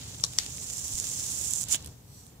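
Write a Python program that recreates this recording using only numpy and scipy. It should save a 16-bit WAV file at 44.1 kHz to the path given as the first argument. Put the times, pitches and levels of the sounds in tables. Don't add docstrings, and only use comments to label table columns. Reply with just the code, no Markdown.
import sys
import numpy as np
from scipy import signal
from scipy.fft import rfft, irfft
from scipy.io import wavfile
from scipy.ndimage import uniform_filter1d

SR = 44100
rng = np.random.default_rng(int(sys.argv[2]) if len(sys.argv) > 2 else 0)


def master_out(mix):
    frames = np.transpose(np.atleast_2d(mix))
    ceiling = np.clip(frames, -1, 1)
    pcm = np.round(ceiling * 32767).astype(np.int16)
    wavfile.write(sys.argv[1], SR, pcm)


N = 105840
TIME = np.arange(N) / SR
ROOM_T60_S, SNAP_T60_S, TICK_PAN_DB = 0.14, 0.0042, -7.5

# start in seconds, ring in dB, crack in dB, kind of ring.
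DROPLET_BURSTS = [(0.2354, -17, -25, "hollow"), (0.2384, -0.5, -4.5, "hollow"),
                  (0.2462, -14, -13, "hollow"), (0.2651, -23, -36, "hollow"), (.386, 2.5, -10, "sharp"),
                  (0.3869, -1, -5.5, "sharp")]
# frequency in Hz, level in dB.
TICK_SPECTRUM = [(1200, -15.5), (2300, -16), (3400, -1.5), (5000, -2), (7200, 1), (9500, 7.5), (11500, -7),
                 (13300, -3), (15500, -24)]


def sizzle():
    # time in seconds, level in dB.
    strength_db = [(0, -45.5), (.3, -45), (.55, -40.5), (.8, -35.5), (1.0, -34), (1.18, -33.5),
                   (1.47, -32.5), (1.56, -33), (1.625, -32.5), (1.648, -46.5), (1.76, -51), (1.8, -53.5),
                   (1.89, -56), (1.98, -68), (2.06, -85), (2.17, -63), (2.3, -63.5), (2.4, -84)]
    start_s, peak_s, end_s, edge_s = 1.688, 1.727, 1.761, 0.0064
    spurt_db = in_time([(start_s - edge_s, -100), (start_s, -40.5), (peak_s, -23.5),
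                        (end_s, -31.5), (end_s + edge_s, -70)])
    flutter = from_db(0.82 * drift(hz=39.5))
    strength = (from_db(in_time(strength_db)) + from_db(spurt_db)) * flutter
    bursting = from_db(-3) * bubbles()
    steam = from_db(-3.5) * rng.standard_normal((2, N))
    return strength * (bursting + steam)


def bubbles(per_second=3000, spread_db=2.5):
    sizes = from_db(spread_db * np.minimum(rng.exponential(1, N), 5))
    clicks = rms_one(sizes * rng.choice([-1, 1], N) * (rng.random(N) < per_second / SR))
    return rms_one(at_microphone(clicks) + from_db(3.5) * diffuse(clicks, t60=0.0047))


def snaps(size=1024):
    # start in seconds, level in dB.
    loud_bubbles = [(.146, -36), (0.2509, -18), (.335, -22), (.382, -24), (0.4636, -16.5), (.505, -27),
                    (0.5722, -23), (.672, -22), (.7005, -19), (0.785, -20), (0.7935, -17.5), (0.881, -19),
                    (.937, -16.5), (.955, -18), (0.987, -14), (1.0, -10.5), (1.043, -18), (1.0697, -15.5),
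                    (1.0905, -19), (1.266, -15.5), (1.3091, -19), (1.508, -20), (1.5098, -11.5),
                    (1.536, -5), (1.5535, -15), (1.56, -16), (1.565, -15.5), (1.58, -17), (1.585, -19),
                    (1.612, -12.5), (1.62, -17), (1.6325, -15), (1.639, -14.5), (1.724, -10),
                    (1.7262, -4.5), (1.7297, -19), (1.745, -15), (1.8253, -28.5)]
    # time in seconds, frequency in Hz.
    low_edge = [(.4, 2500), (1.0, 3780), (1.5, 6300)]
    click = from_db(6) * at_microphone(signal.unit_impulse(size))
    out = np.zeros((2, N))
    for s, db in loud_bubbles:
        scatter = from_db(-9.5 - 60 * TIME[:size] / SNAP_T60_S) * rng.standard_normal((2, size))
        low_cut = signal.butter(2, np.interp(s, *np.transpose(low_edge)), "high", fs=SR, output="sos")
        start = int(s * SR)
        out[:, start:start + size] += from_db(db) * signal.sosfilt(low_cut, click + scatter)
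    return out


def frying(hiss, snapping):
    # time in seconds, left over right in dB.
    balance = [(0, 2), (.8, -1), (1.25, 0.5), (1.52, -5.5), (1.72, -3.5), (1.85, 4.5), (2.4, -1)]
    # frequency in Hz, left level in dB, right level in dB.
    spectrum = [(400, -27.5, -33), (880, -26, -29), (1470, -32, -30), (2440, -23.5, -28),
                (3430, -19, -19.5), (4750, -13.5, -23), (5690, -5.5, -12.5), (6350, -7, -6.5),
                (7200, -19.5, 1), (8250, -17.5, -6.5), (9700, -27.5, -11.5), (10940, -23, -17),
                (14700, -27.5, -21), (15750, -13.5, -22)]
    soften = signal.butter(2, 10700, fs=SR, output="sos")
    bursts = hiss + signal.sosfilt(soften, snapping)
    room = from_db(-16) * diffuse(bursts, ROOM_T60_S)
    return pan(in_time(balance)) * colour(bursts + room, spectrum)


def spitting(snapping):
    return from_db(-10) * pan(TICK_PAN_DB) * colour(diffuse(snapping, SNAP_T60_S), TICK_SPECTRUM)


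def singing(hiss):
    # frequency in Hz, level in dB.
    modes = [(6450, -2), (6820, -4), (7040, 0.5), (8090, -9), (9950, -8.5)]
    body = decay(0, t60=0.031) * sum(from_db(db) * sine(hz) for hz, db in modes)
    drive = np.abs(hiss) * rng.choice([-1, 1], (2, N))
    return from_db(-9.5) * pan(-7.5) * convolve(drive, rms_one(body) / np.sqrt(N))


def fine_fizz(hiss, fierce_db=-23):
    # frequency in Hz, level in dB.
    spectrum = [(4000, -48), (6000, -7), (7200, 2), (8500, -4), (10000, 2), (11500, -15), (14000, -30)]
    power = uniform_filter1d(np.mean(hiss ** 2, axis=0), size=1300)
    level = np.sqrt(np.abs(power))
    share = np.minimum(level / from_db(fierce_db), 1)
    return from_db(-5.5) * pan(-3) * colour(share * level * bubbles(), spectrum)


def crackle():
    # time in seconds, level in dB.
    strength_db = [(0, -47), (.2, -57), (.3, -53.5), (.45, -52.5), (.65, -55.5), (1.0, -56.5), (1.045, -45),
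                   (1.09, -53), (1.42, -54.5), (1.55, -59), (1.66, -54), (1.7, -41), (1.8, -54),
                   (1.86, -55.5), (1.97, -71), (2.4, -72)]
    # frequency in Hz, level in dB.
    spectrum = [(400, -5.5), (900, -3.5), (2000, -1), (3400, 6.5), (5000, 6), (9000, -21), (15000, -18)]
    return from_db(in_time(strength_db)) * colour(bubbles(), spectrum)


def coarse_cracks():
    # start in seconds, level in dB.
    cracks = [(0.1458, -38.5), (0.199, -35), (.335, -38), (0.4625, -30), (0.5825, -35.5), (.623, -40),
              (.687, -38), (0.7002, -31.5), (.987, -38), (1.041, -37), (1.7459, -20.5), (1.8453, -42)]
    # frequency in Hz, level in dB.
    spectrum = [(700, -5.5), (1300, -8), (2200, -2.5), (3400, 3.5), (5500, -2.5), (9000, -13), (15000, -22)]
    envelope = sum(from_db(db) * decay(s, t60=0.009) for s, db in cracks)
    return colour(envelope * bubbles(), spectrum)


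def splutter(peak_s=1.747, width_s=0.0081):
    # frequency in Hz, level in dB, time to fall 60 dB in seconds.
    modes = [(600, -16, 0.0065), (950, -8, 0.0065), (2100, -35, .004), (3060, 2.5, 0.013),
             (3440, 5.5, 0.01)]
    body = sum(from_db(db) * decay(0, t60) * sine(hz) for hz, db, t60 in modes)
    swell = np.exp(-np.abs(TIME - peak_s) / width_s)
    return from_db(-29) * swell * pan(-7.5) * rms_one(convolve(bubbles(), body))


def droplet_pops():
    # frequency in Hz, level in dB.
    spectrum = [(700, -18.5), (1300, -12), (2300, -18), (3800, 2.5), (7200, 1), (10000, -11.5),
                (15000, -21)]
    # frequency in Hz, level in dB, time to fall 60 dB in seconds,
    # left over right in dB.
    hollow_modes = [(560, -27, 0.013, 0), (1127, -31, 0.03, -2), (2280, -29, 0.0074, 7),
                    (3570, -18.5, 0.0095, -13), (4100, -23.5, 0.026, 0), (5610, -7.5, 0.0075, 18.5),
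                    (7500, -12, 0.0047, -17), (9200, -19, 0.0077, -13)]
    sharp_modes = [(1150, -37, 0.0036, 4), (1920, -23.5, 0.0056, 8), (3050, -14, 0.0021, 13),
                   (4640, -16, 0.0035, 12), (5600, -9.5, .003, 17.5), (7160, -35, 0.0032, -12)]
    cracks = sum(from_db(db - 10) * decay(s, t60=0.01) for s, _, db, _ in DROPLET_BURSTS)
    direct = colour(cracks * rng.standard_normal((2, N)), spectrum)
    for name, modes, attack_s in (("hollow", hollow_modes, 0.0011), ("sharp", sharp_modes, 0.00018)):
        body = sum(from_db(db) * pan(side) * ring(hz, t60, attack_s) for hz, db, t60, side in modes)
        bursts = sum(from_db(db) * signal.unit_impulse(N, int(s * SR))
                     for s, db, _, kind in DROPLET_BURSTS if kind == name)
        direct = direct + convolve(bursts, body)
    return direct + from_db(-15) * colour(diffuse(direct, ROOM_T60_S), spectrum)


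def spray():
    # frequency in Hz, level in dB.
    spectrum = [(1000, -14.5), (2000, -1.5), (3800, 1.5), (6000, 3), (8000, 2.5), (10500, -11), (13000, -6),
                (15500, -26)]
    start_s = DROPLET_BURSTS[-1][0]
    rush = from_db(-35) * decay(start_s, t60=0.062)
    tail = from_db(-35.5) * decay(start_s, t60=0.38)
    return (rush + tail) * colour(bubbles(), spectrum)


def ticks():
    # start in seconds, level in dB.
    strikes = [(1.685, -28.5), (1.8457, -40), (1.8606, -34), (1.873, -37.5), (2.266, -47)]
    envelope = sum(from_db(db) * decay(s, t60=0.016) for s, db in strikes)
    return pan(TICK_PAN_DB) * colour(envelope * rng.standard_normal((2, N)), TICK_SPECTRUM)


def steam_wisp(peak_s=2.177, width_s=0.069):
    # frequency in Hz, bandwidth in Hz, level in dB, left over right in dB.
    modes = [(4400, 370, -2.5, 2), (5830, 200, 0, 7), (7770, 350, -1.5, -13), (8800, 650, -4, -13),
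             (13100, 900, -5.5, -11)]
    whistle = 0
    for hz, bandwidth, db, side in modes:
        mode = np.exp(-np.pi * bandwidth * np.minimum(TIME, .1)) * sine(hz)
        whistle += from_db(db) * pan(side) * rms_one(convolve(rng.standard_normal((2, N)), mode))
    swell = np.exp(-.5 * ((TIME - peak_s) / width_s) ** 2)
    return from_db(-61.5) * swell * whistle


def room_tone(bump_s=0.94, bump_hz=50.5):
    # frequency in Hz, level in dB.
    rumble_spectrum = [(15, -50), (25, -20), (43, -11.5), (65, -4), (119, -1.5), (209, -10.5), (300, -13),
                       (338, -20), (437, -17), (648, -23), (824, -22), (1500, -32), (1950, -34),
                       (3300, -120)]
    air_spectrum = [(300, -1), (1000, -11.5), (2300, -7.5), (7000, -9), (15000, -5)]
    hum_tones = [(75, -59), (120, -57)]
    # frequency in Hz, likeness of left and right from 0 to 1.
    likeness = [(30, .2), (70, 1), (130, 1), (290, 0.69), (640, 0.43), (1500, 0.061)]
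    # time in seconds, level in dB.
    strength_db = [(0, -47.5), (1.45, -47.5), (1.56, -48.5), (1.88, -47), (1.98, -54.5), (2.4, -52)]
    alike = np.clip(at_hz(likeness, np.arange(N // 2 + 1) * SR / N), 0, 1)
    mid, side = rfft(rng.standard_normal((2, N)))
    noise = irfft(np.sqrt(1 + alike) * mid + np.sqrt(1 - alike) * np.array([side, -side]), N)
    level = from_db(in_time(strength_db))
    rumble = level * rms_one(colour(noise, rumble_spectrum))
    hum = rms_one(level) * sum(from_db(db) * sine(hz, phase=drift(hz=4.2)) for hz, db in hum_tones)
    bump = -from_db(-28.5) * decay(bump_s, t60=0.046) * np.sin(2 * np.pi * bump_hz * (TIME - bump_s))
    air = from_db(-59.5) * colour(rng.standard_normal((2, N)), air_spectrum)
    return pan(1.4) * (rumble + hum + bump) + air


def at_microphone(x, lead_s=0.00012):
    return np.array([np.roll(x, int(lead_s * SR)), x])


def diffuse(x, t60):
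    fade = decay(0, t60) ** 2
    power = convolve(np.mean(np.atleast_2d(x) ** 2, axis=0), fade / fade.sum())
    return np.sqrt(np.abs(power)) * rng.standard_normal((2, N))


def ring(hz, t60, attack_s):
    wave = decay(0, t60) * np.clip(TIME / attack_s, 0, 1) * sine(hz)
    return np.diff(wave, prepend=0) * SR / (2 * np.pi * hz)


def colour(x, rows, size=8192):
    rows, hz = np.array(rows, float), np.arange(size // 2 + 1) * SR / size
    gain = np.array([from_db(at_hz(np.c_[rows[:, 0], db], hz)) for db in rows.T[1:]])
    gain = gain * (hz + 1) / np.hypot(hz + 1, rows[0, 0] / 2)
    cepstrum = irfft(np.log(gain)) * (1 + np.sign(size // 2 - np.arange(size)))
    cepstrum[:, 0] /= 2
    response = irfft(np.exp(rfft(cepstrum)))
    return convolve(x, rms_one(response) / np.sqrt(size))


def convolve(x, response):
    return signal.fftconvolve(np.atleast_2d(x), np.atleast_2d(response), axes=1)[:, :N]


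def sine(hz, phase=0):
    return np.sin(2 * np.pi * hz * TIME + phase)


def drift(hz):
    return rms_one(signal.sosfilt(signal.butter(2, hz, fs=SR, output="sos"), rng.standard_normal(N)))


def decay(start_s, t60):
    return (TIME >= start_s) * from_db(-60 * np.clip((TIME - start_s) / t60, 0, 10))


def pan(db):
    return from_db(np.array([[.5], [-.5]]) * db)


def in_time(rows):
    return np.interp(TIME, *np.transpose(rows))


def at_hz(rows, hz):
    row_hz, value = np.transpose(rows)
    return np.interp(np.log(hz + 1), np.log(row_hz), value)


def from_db(db):
    return 10 ** (np.asarray(db) / 20)


def rms_one(x):
    return x / np.sqrt(np.mean(x ** 2) + 1e-20)


def scene():
    hiss, snapping = sizzle(), snaps()
    surface = frying(hiss, snapping) + spitting(snapping)
    bubbling = fine_fizz(hiss) + crackle() + coarse_cracks() + splutter()
    whistling = singing(hiss) + steam_wisp()
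    return surface + bubbling + whistling + droplet_pops() + spray() + room_tone() + ticks()


def record(dry, cutoff_hz=15550):
    return signal.sosfilt(signal.ellip(10, .2, 70, cutoff_hz, fs=SR, output="sos"), dry)


dry = scene()
out = record(dry)
master_out(out)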